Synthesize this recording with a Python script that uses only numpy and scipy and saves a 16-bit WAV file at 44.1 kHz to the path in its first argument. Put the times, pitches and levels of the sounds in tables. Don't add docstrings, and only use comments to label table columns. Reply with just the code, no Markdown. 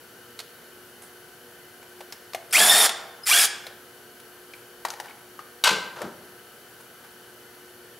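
import sys
import numpy as np
from scipy import signal
from scipy.fft import rfft, irfft, next_fast_len
from scipy.io import wavfile
from scipy.ndimage import uniform_filter1d, map_coordinates

SR = 44100
rng = np.random.default_rng(int(sys.argv[2]) if len(sys.argv) > 2 else 0)


def gain_from_decibels(decibels):
    exponent = np.asarray(decibels, float) / 20
    return 10 ** exponent


def master(y):
    cut = np.clip(np.atleast_2d(y).T, -1, 1)
    pcm = np.round(cut * 32767)
    wavfile.write(sys.argv[1], SR, pcm.astype(np.int16))


N = 352623
T = np.arange(N) / SR

# frequency in Hz, density in dB per Hz.
AIR_SPECTRUM = [(15, -64), (25, -26), (102, -10.5), (301, -9), (363, -9), (659, -9.5), (1130, -13.5),
                (1520, -9), (2160, -18), (2990, -17.5), (3920, -19.5), (4370, -20), (7920, -22),
                (11000, -21), (16000, -21.5)]
# centre in Hz, width in Hz, gain in dB.
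HOUSING_MODES = [(430, 71, 5.5), (1526, 146, 6), (3027, 94, 10.5), (4420, 164, 7), (5850, 100, 5.5),
                 (10000, 370, 5.5), (10680, 200, 8.5), (11500, 370, 6.5), (12600, 230, 6.5),
                 (14000, 400, 3.5)]
# frequency in Hz, side over mid in dB.
AIR_SIDE_LEVEL = [(60, -33), (180, -18), (550, -12), (1650, -7), (4970, -5), (15000, -8.5)]
# frequency in Hz, left over right in dB.
AIR_BALANCE = [(60, -0.5), (180, 1), (550, 0.5), (1650, 2.5), (4970, 0.5), (15000, 0.5)]
# multiple of 120 Hz, level in dB.
MAINS_HARMONICS = [(1, -73.5), (2, -69.5), (3, -57.5), (4, -62), (6, -69), (10, -87), (11, -67.5),
                   (13, -73.5), (15, -69.5), (17, -72.5), (19, -78), (20, -80), (24, -72)]
# frequency in Hz, level in dB.
WHISTLE = (15734, -77)

# frequency in Hz, time to decay by 60 dB in seconds.
GARAGE_T60 = [(150, 0.92), (1000, 0.95), (3000, 0.63), (8000, 0.44), (15000, 0.063)]
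# frequency in Hz, side over mid in dB.
GARAGE_SIDE_LEVEL = [(200, -16), (1000, -12.5), (3000, -10.5), (6000, -15), (12000, -36)]

# start in seconds, length in seconds, scrape in dB, rustle in dB.
RUB_STROKES = [(1.002, 0.12, -56, -52), (2.368, 0.086, -62, -68), (4.542, 0.082, -59, -57),
               (4.858, 0.027, -39, -56), (4.896, 0.057, -44.5, -51), (5.03, 0.083, -46, -64),
               (5.085, 0.057, -49, -66), (5.393, 0.045, -50, -70), (6.791, .05, -55, -56),
               (7.02, .08, -55, -64), (7.232, 0.044, -58, -67)]
# frequency in Hz, density in dB per Hz.
SCRAPE_SPECTRUM = [(400, -48), (800, 5), (2200, -6), (4500, -10), (7000, -18)]
# frequency in Hz, density in dB per Hz.
RUSTLE_SPECTRUM = [(2500, -28), (5500, -7), (10000, 6), (14000, -9), (16000, -20)]

# start in seconds, level in dB, ring in Hz,
# knock in dB relative to that level, knock in Hz.
CONTACTS = [(0.3907, -24.5, 4280, -35, 1310), (0.401, -25.5, 4280, -30, 750),
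            (0.4044, -43, 4480, -25, 1290), (0.6194, -43.5, 1980, 1, 483), (1.8277, -39.5, 2190, -3, 950),
            (2.0063, -35, 2280, 3, 797), (2.0104, -38, 2780, 5.5, 548), (2.1234, -25, 5330, -12, 630),
            (2.3339, -28.5, 4460, -8, 1140), (2.3468, -21, 2160, 2.5, 750), (2.5087, -31, 8400, -23, 720),
            (2.8924, -13.5, 3710, -7.5, 840), (3.6671, -28, 3880, -1.5, 535), (4.2, -38.5, 10000, -23, 482),
            (4.5359, -40, 4300, 6.5, 2400), (4.8502, -17.5, 1850, 2, 862), (4.8843, -28, 4800, -6, 750),
            (4.903, -23.5, 6200, -9, 1440), (4.9364, -32, 1830, 1, 850), (5.0, -24.5, 1770, -1, 825),
            (5.0844, -48, 3900, 7, 2240), (5.1094, -50, 810, 12, 2210), (5.3914, -44, 2900, 17, 1210),
            (5.6385, -7, 3970, -25, 1104), (6.0176, -26.5, 1740, 6, 470)]
# frequency in Hz, density in dB per Hz.
CRACK_SPECTRUM = [(400, -3.5), (1500, 0.5), (4000, 0.5), (9000, -4.5), (13000, -5.5), (16000, -20)]
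CRACK_T60_S, RING_T60_S, KNOCK_T60_S = 0.041, 0.025, 0.039
# time in seconds, left over right in dB.
PARTS_BALANCE = [(.4, -3.5), (2.3, 2), (3.6, 2), (5, 3.5), (5.6, 2.5)]

# frequency in Hz, relative level in dB, time to decay by 60 dB in seconds.
TRAY_MODES = [(1050, -7, 0.88), (1110, -5, 0.3), (1565, 7.5, 0.6), (1840, 0, 0.4), (2040, -1, 0.52),
              (2400, -12, 0.39), (2584, -9, 0.32), (2590, -20, 0.48), (2925, -1, 0.45), (3520, -3, 0.51),
              (4040, -14, 0.7), (4100, -1, 0.61), (4260, -19, 0.58), (4807, -5, 0.59), (4775, 1, 0.23),
              (5690, 5, 0.21), (6640, -16, 0.24), (6713, -22, 0.39), (7340, -18, 0.41), (7350, -3.5, 0.33),
              (7680, 11, 0.053), (8600, -14, 0.28)]
# start in seconds, level in dB, softness in dB taken off the clatter.
TRAY_LANDINGS = [(5.638, 0.5, 1), (5.658, 5, 11), (5.703, 4.5, 41.5), (5.96, -5, 26), (6.001, -1.5, 27.5),
                 (6.028, -2.5, 49.5)]
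# level in dB, share of the softness lost
# (negative: gained), rise constant in seconds, time to decay by 60 dB in seconds.
LANDING_LAYERS = [(-15.5, 1, 0.0033, 0.33), (-17.5, 0.48, 0.0097, 0.22), (-30.5, 0.08, 0.0063, 0.25),
                  (-51, -0.5, .022, 0.24)]
# frequency in Hz, density in dB per Hz.
CLATTER_SPECTRUM = [(1060, -49), (1800, -8.5), (2690, 0), (4450, -4.5), (7420, -10), (13900, -24),
                    (15300, -40), (16000, -81)]
# frequency in Hz, density in dB per Hz.
BODY_SPECTRUM = [(500, -28), (850, -0.5), (1410, 0.5), (1580, -5.5), (2200, -16), (2860, -38), (4840, -120)]
# frequency in Hz, density in dB per Hz.
THUD_SPECTRUM = [(210, -50), (350, -30), (459, -2), (626, -9), (950, -11), (1240, -32), (2090, -120)]
# frequency in Hz, density in dB per Hz.
BOOM_SPECTRUM = [(47, -56), (80, -22), (188, -1.5), (297, -5), (329, -5), (420, -1.5), (550, -39.5),
                 (920, -120)]

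# time in seconds, gear mesh rate in Hz.
ROTOR_SPEED = [
    [(2.524, 530), (2.545, 980), (2.575, 1420), (2.591, 1625), (2.61, 1675), (2.7, 1780), (2.783, 1842),
     (2.85, 1712), (2.88, 1620)],
    [(3.25, 108), (3.264, 230), (3.274, 500), (3.294, 880), (3.317, 1170), (3.348, 1635), (3.375, 1715),
     (3.41, 1685), (3.47, 1540)],
]
# start of braking in seconds, hiss in dB,
# casing noise in dB, second-order whine in dB, other orders in dB.
BURST_LEVELS = [(2.855, -18, -26.5, -26, -32.5), (3.443, -18, -34, -27.5, -32)]
# multiple of the mesh rate, dB relative to the other-orders level.
MESH_TONES = [(1, 0), (3, 2), (4, -2), (5, -4), (6, -1)]
# multiple of the mesh rate, dB relative to the casing noise level.
SHAFT_TONES = [(1 / 8, -29.5), (2 / 8, -23), (.81, -10)]
# centre in Hz, width in Hz, gain in dB.
WHINE_MODES = [(1450, 250, 0.5), (2340, 83, 13.5)]
# frequency in Hz, density in dB per Hz.
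HISS_SPECTRUM = [(820, -32.5), (1400, -4), (2890, -11.5), (3610, -8.5), (3960, -9), (5320, -2.5),
                 (6330, -10.5), (7300, -7.5), (10500, -5.5), (14600, -14.5), (16000, -24)]
# centre in Hz, width in Hz, gain in dB.
GEAR_CASE_MODES = [(1550, 710, -1.5), (2300, 250, 3.5), (3240, 470, 5), (5300, 630, -3.5), (7080, 320, 4),
                   (8800, 310, 1.5), (9600, 790, 2.5)]
# frequency in Hz, density in dB per Hz.
CASING_SPECTRUM = [(59, -69), (100, -60), (207, -8.5), (262, -17.5), (446, -6), (489, -11.5), (599, -2.5),
                   (718, 3.5), (964, -2.5), (1500, -8), (1950, -39), (3300, -120)]
# start in seconds, length in seconds, level in dB, climb in Hz.
SPEED_CONTROL = [(2.514, 0.014, -39, 1300), (3.229, 0.033, -39, 300)]
FULL_HZ, ENGAGED_HZ = 1740, 463
HISS_DB_PER_OCTAVE, CASING_DB_PER_OCTAVE, ORDERS_DB_PER_OCTAVE = 2, 12.5, 3
IDLE_DB_PER_OCTAVE = 9.5
WHINE_STARTS_HZ, WHINE_RISE_DB_PER_OCTAVE = 930, 45
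SLOWING_DB_PER_OCTAVE = 40
BRAKE_TONES_DB_PER_S, BRAKE_NOISE_DB_PER_S = 900, 198
CHOPPER_HZ = 5030


def unit(x):
    return x / np.sqrt(np.mean(x ** 2) + 1e-20)


def along(points, hz):
    f, v = np.transpose(points)
    return np.interp(np.log(hz + 1), np.log(f + 1), v)


def wobble(rate, size):
    knots = rng.standard_normal(int(size * rate / SR) + 4)
    return map_coordinates(knots, [np.arange(size) * rate / SR])


def filtered(x, response):
    m = next_fast_len(x.shape[-1] + 8192)
    spectrum = rfft(x, m) * response(np.fft.rfftfreq(m, 1 / SR))
    return irfft(spectrum, m)[..., :x.shape[-1]]


def coloured(x, spectrum):
    return unit(filtered(x, lambda hz: gain_from_decibels(along(spectrum, hz))))


def lift(modes, hz):
    return 1 + sum((gain_from_decibels(db) - 1) / (1 + (2 * (hz - c) / w) ** 2) for c, w, db in modes)


def patchy(x, patch_db):
    z = signal.stft(x, nperseg=128)[2]
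    field = uniform_filter1d(rng.standard_normal(z.shape), size=2, axis=0)
    field = uniform_filter1d(field, size=5, axis=1)
    return signal.istft(z * gain_from_decibels(patch_db * unit(field)), nperseg=128)[1][:len(x)]


def swell(length_s, attack):
    u = T[:round(length_s * SR)] / length_s
    return np.sin(np.pi / 2 * np.minimum(u / attack, (1 - u) / (1 - attack))) ** 2


def add(track, first, sound):
    track[first:first + len(sound)] += sound


def wide(pair):
    return np.array([pair[0] + pair[1], pair[0] - pair[1]])


def background():
    def response(hz):
        side = gain_from_decibels(along(AIR_SIDE_LEVEL, hz))
        return gain_from_decibels(along(AIR_SPECTRUM, hz)) * lift(HOUSING_MODES, hz) * np.array([np.ones_like(side), side])

    pair = filtered(rng.standard_normal((2, N)), response)
    air = gain_from_decibels(-49.5 + 0.14 * wobble(3.34, N)) * pair / np.std(pair[0])
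    for hz, db in [(120 * k, db) for k, db in MAINS_HARMONICS] + [WHISTLE]:
        level = np.sqrt(2) * gain_from_decibels(db + 2.66 * wobble(6, N))
        air[0] += level * np.sin(2 * np.pi * (hz * T + rng.random()))
    return air


def garage(x):
    out, step = np.zeros((2, N + 2 * SR)), SR // 8
    delay = 250
    for first in range(0, N, step):
        hz, t, z = signal.stft(rng.standard_normal((2, SR * 3 // 4)), SR, nperseg=256)
        z[1] *= gain_from_decibels(along(GARAGE_SIDE_LEVEL, hz))[:, None]
        walls = gain_from_decibels(-60 * t / along(GARAGE_T60, hz)[:, None])
        nearby_metal = gain_from_decibels(-0.5 - 60 * t / 0.047)
        tail = signal.istft(z * (walls + nearby_metal), SR, nperseg=256)[1]
        tail /= np.linalg.norm(tail[0])
        wet = signal.fftconvolve(x[None, first:first + step], tail, axes=1)
        out[:, first + delay:first + delay + wet.shape[1]] += wet
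    return out[:, :N]


def rubs():
    out, size = np.zeros(N), SR // 4
    for s, length_s, scrape_db, rustle_db in RUB_STROKES:
        stroke = swell(length_s, attack=0.25)
        grains = gain_from_decibels(3.1 * wobble(203.0, size)) * rng.standard_normal((2, size))
        scrape = gain_from_decibels(scrape_db) * coloured(grains[0], SCRAPE_SPECTRUM)
        rustle = gain_from_decibels(rustle_db) * coloured(grains[1], RUSTLE_SPECTRUM)
        add(out, round(s * SR), stroke * (scrape + rustle)[:len(stroke)])
    return out


def ticks():
    out, t = np.zeros(N), T[:SR // 5]
    attack = 1 - np.exp(-t / 0.0003)
    for s, db, ring_hz, knock_db, knock_hz in CONTACTS:
        noise = rng.standard_normal((3, len(t)))
        crack = gain_from_decibels(-7.5 - 60 * t / CRACK_T60_S) * coloured(noise[0], CRACK_SPECTRUM)
        ring_phase = 2 * np.pi * ring_hz * t + 0.25 * np.cumsum(noise[1])
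        knock_phase = 2 * np.pi * knock_hz * t + 0.13 * np.cumsum(noise[2])
        ring = gain_from_decibels(-3 - 60 * t / RING_T60_S) * np.sin(ring_phase)
        knock = gain_from_decibels(knock_db - 60 * t / KNOCK_T60_S) * np.sin(knock_phase)
        add(out, round(s * SR), gain_from_decibels(db) * attack * (crack + ring + knock))
    return out


def tray():
    first, size = round(TRAY_LANDINGS[0][0] * SR), SR * 3 // 4
    t = T[:size]
    bounces = gain_from_decibels(2.8 * wobble(250, size)) * rng.standard_normal((4, size))
    ring = np.zeros(size)
    for hz, db, t60 in TRAY_MODES:
        phase = 2 * np.pi * hz * t + 0.0009 * hz * wobble(73.7, size)
        ring += gain_from_decibels(db + rng.normal(0, 1.8) - 60 * t / t60) * np.sin(phase)
    blows = gain_from_decibels(-60 * t / 0.094) * bounces[0]
    out = np.zeros(N)
    add(out, first, gain_from_decibels(-33.0) * unit(signal.fftconvolve(blows, ring)[:size]))
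    spectra = (CLATTER_SPECTRUM, BODY_SPECTRUM, THUD_SPECTRUM, BOOM_SPECTRUM)
    for (layer_db, share, rise_s, t60), noise, spectrum in zip(LANDING_LAYERS, bounces, spectra):
        power = np.zeros(size)
        for s, db, soft_db in TRAY_LANDINGS:
            since = np.maximum(t + T[first] - s, 0)
            decay = gain_from_decibels(layer_db + db - share * soft_db - 60 * since / t60)
            power += (decay * (1 - np.exp(-since / rise_s))) ** 2
        add(out, first, np.sqrt(power) * coloured(noise, spectrum))
    return out


def tooth_knocks(teeth, mesh_hz):
    force_db = 2.5 * rng.standard_normal(int(teeth[-1]) + 1)[teeth.astype(int)]
    since_contact_s = (teeth % 1) / mesh_hz
    knock = gain_from_decibels(force_db - 60 * since_contact_s / 0.01)
    return knock / np.sqrt(uniform_filter1d(knock ** 2, size=900))


def mesh_tone(order, db, teeth, mesh_hz):
    size = len(teeth)
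    slack = np.cumsum(60 * wobble(200, size)) / SR
    throb = 1 + 0.55 * np.cos(2 * np.pi * teeth / 22 + 1.5 * wobble(25, size))
    level = gain_from_decibels(db + 4 * wobble(45, size)) * lift(WHINE_MODES, order * mesh_hz)
    return level * throb * np.sin(2 * np.pi * (order * teeth + slack))


def speed_control():
    out = np.zeros(N)
    for s, length_s, db, climb_hz in SPEED_CONTROL:
        level = np.sqrt(2) * gain_from_decibels(db) * swell(length_s, attack=0.3)
        hz = CHOPPER_HZ + climb_hz * np.linspace(0, 1, len(level)) ** 2
        phase = 2 * np.pi * np.cumsum(hz) / SR
        add(out, round(s * SR), level * (np.sin(phase) + gain_from_decibels(-11) * np.sin(2 * phase)))
    return out


def driver():
    out = speed_control()
    for rotor, (brake_s, hiss_db, casing_db, whine_db, others_db) in zip(ROTOR_SPEED, BURST_LEVELS):
        times, speeds = np.transpose(rotor)
        first = round(times[0] * SR)
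        t = T[first:round(times[-1] * SR)]
        mesh_hz, size = np.interp(t, times, speeds), len(t)
        teeth = np.cumsum(mesh_hz) / SR
        braking_s = np.maximum(t - brake_s, 0)

        def octaves_below(hz):
            return np.minimum(np.log2(mesh_hz / hz), 0)

        slow = octaves_below(FULL_HZ)
        noise_db = IDLE_DB_PER_OCTAVE * octaves_below(ENGAGED_HZ) - BRAKE_NOISE_DB_PER_S * braking_s
        hiss_level = gain_from_decibels(hiss_db + HISS_DB_PER_OCTAVE * slow + noise_db)
        casing_level = gain_from_decibels(casing_db + CASING_DB_PER_OCTAVE * slow + noise_db)
        noise = tooth_knocks(teeth, mesh_hz) * rng.standard_normal((2, size))
        hiss = coloured(patchy(noise[0], patch_db=2.5), HISS_SPECTRUM)
        hiss = unit(filtered(hiss, lambda hz: lift(GEAR_CASE_MODES, hz)))
        casing = coloured(noise[1], CASING_SPECTRUM)
        for order, db in SHAFT_TONES:
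            casing += gain_from_decibels(db + 2.6 * wobble(38.0, size)) * np.sin(2 * np.pi * order * teeth)

        whine = mesh_tone(2, whine_db, teeth, mesh_hz)
        for order, db in MESH_TONES:
            whine += mesh_tone(order, db + others_db + ORDERS_DB_PER_OCTAVE * slow, teeth, mesh_hz)
        onset_db = WHINE_RISE_DB_PER_OCTAVE * octaves_below(WHINE_STARTS_HZ)
        sag_db = SLOWING_DB_PER_OCTAVE * octaves_below(np.maximum.accumulate(mesh_hz))
        whine *= np.sqrt(2) * gain_from_decibels(onset_db + sag_db - BRAKE_TONES_DB_PER_S * braking_s)
        fade = np.clip(np.minimum(T[:size] / 0.0047, T[size - 1::-1] / 0.014), 0, 1)
        add(out, first, fade * (whine + hiss_level * hiss + casing_level * casing))
    return out


def scene():
    room = filtered(wide(background()), lambda hz: gain_from_decibels(along(AIR_BALANCE, hz) * [[0.5], [-0.5]]))
    small = filtered(rubs() + ticks(), lambda hz: 1 / np.sqrt(1 + (430 / (hz + 1)) ** 6))
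    dropped, tool = tray(), driver()
    echo = wide(garage(gain_from_decibels(-10.0) * tool + gain_from_decibels(-11.5) * small + gain_from_decibels(-9.5) * dropped))
    lean_db = np.interp(T, *np.transpose(PARTS_BALANCE)) / 2
    parts = (small + dropped) * gain_from_decibels([lean_db, -lean_db])
    bonnet = gain_from_decibels([[-17], [-30]]) * np.array([np.roll(tool, shift=70), np.roll(tool, shift=110)])
    bonnet = filtered(bonnet, lambda hz: 1 / np.sqrt(1 + (hz / 9500) ** 4))
    return tool + bonnet + parts + echo + room


def band_limit(x):
    return signal.sosfilt(signal.butter(12, 16480, fs=SR, output="sos"), x)


def record(dry):
    rounded = dry / (1 + np.abs(dry / 0.8) ** 4) ** 0.25
    mix = filtered(rounded, lambda hz: (hz < 15750) / np.sqrt(1 + (50 / (hz + 1)) ** 4))
    return band_limit(mix)


dry = scene()
out = record(dry)
master(out)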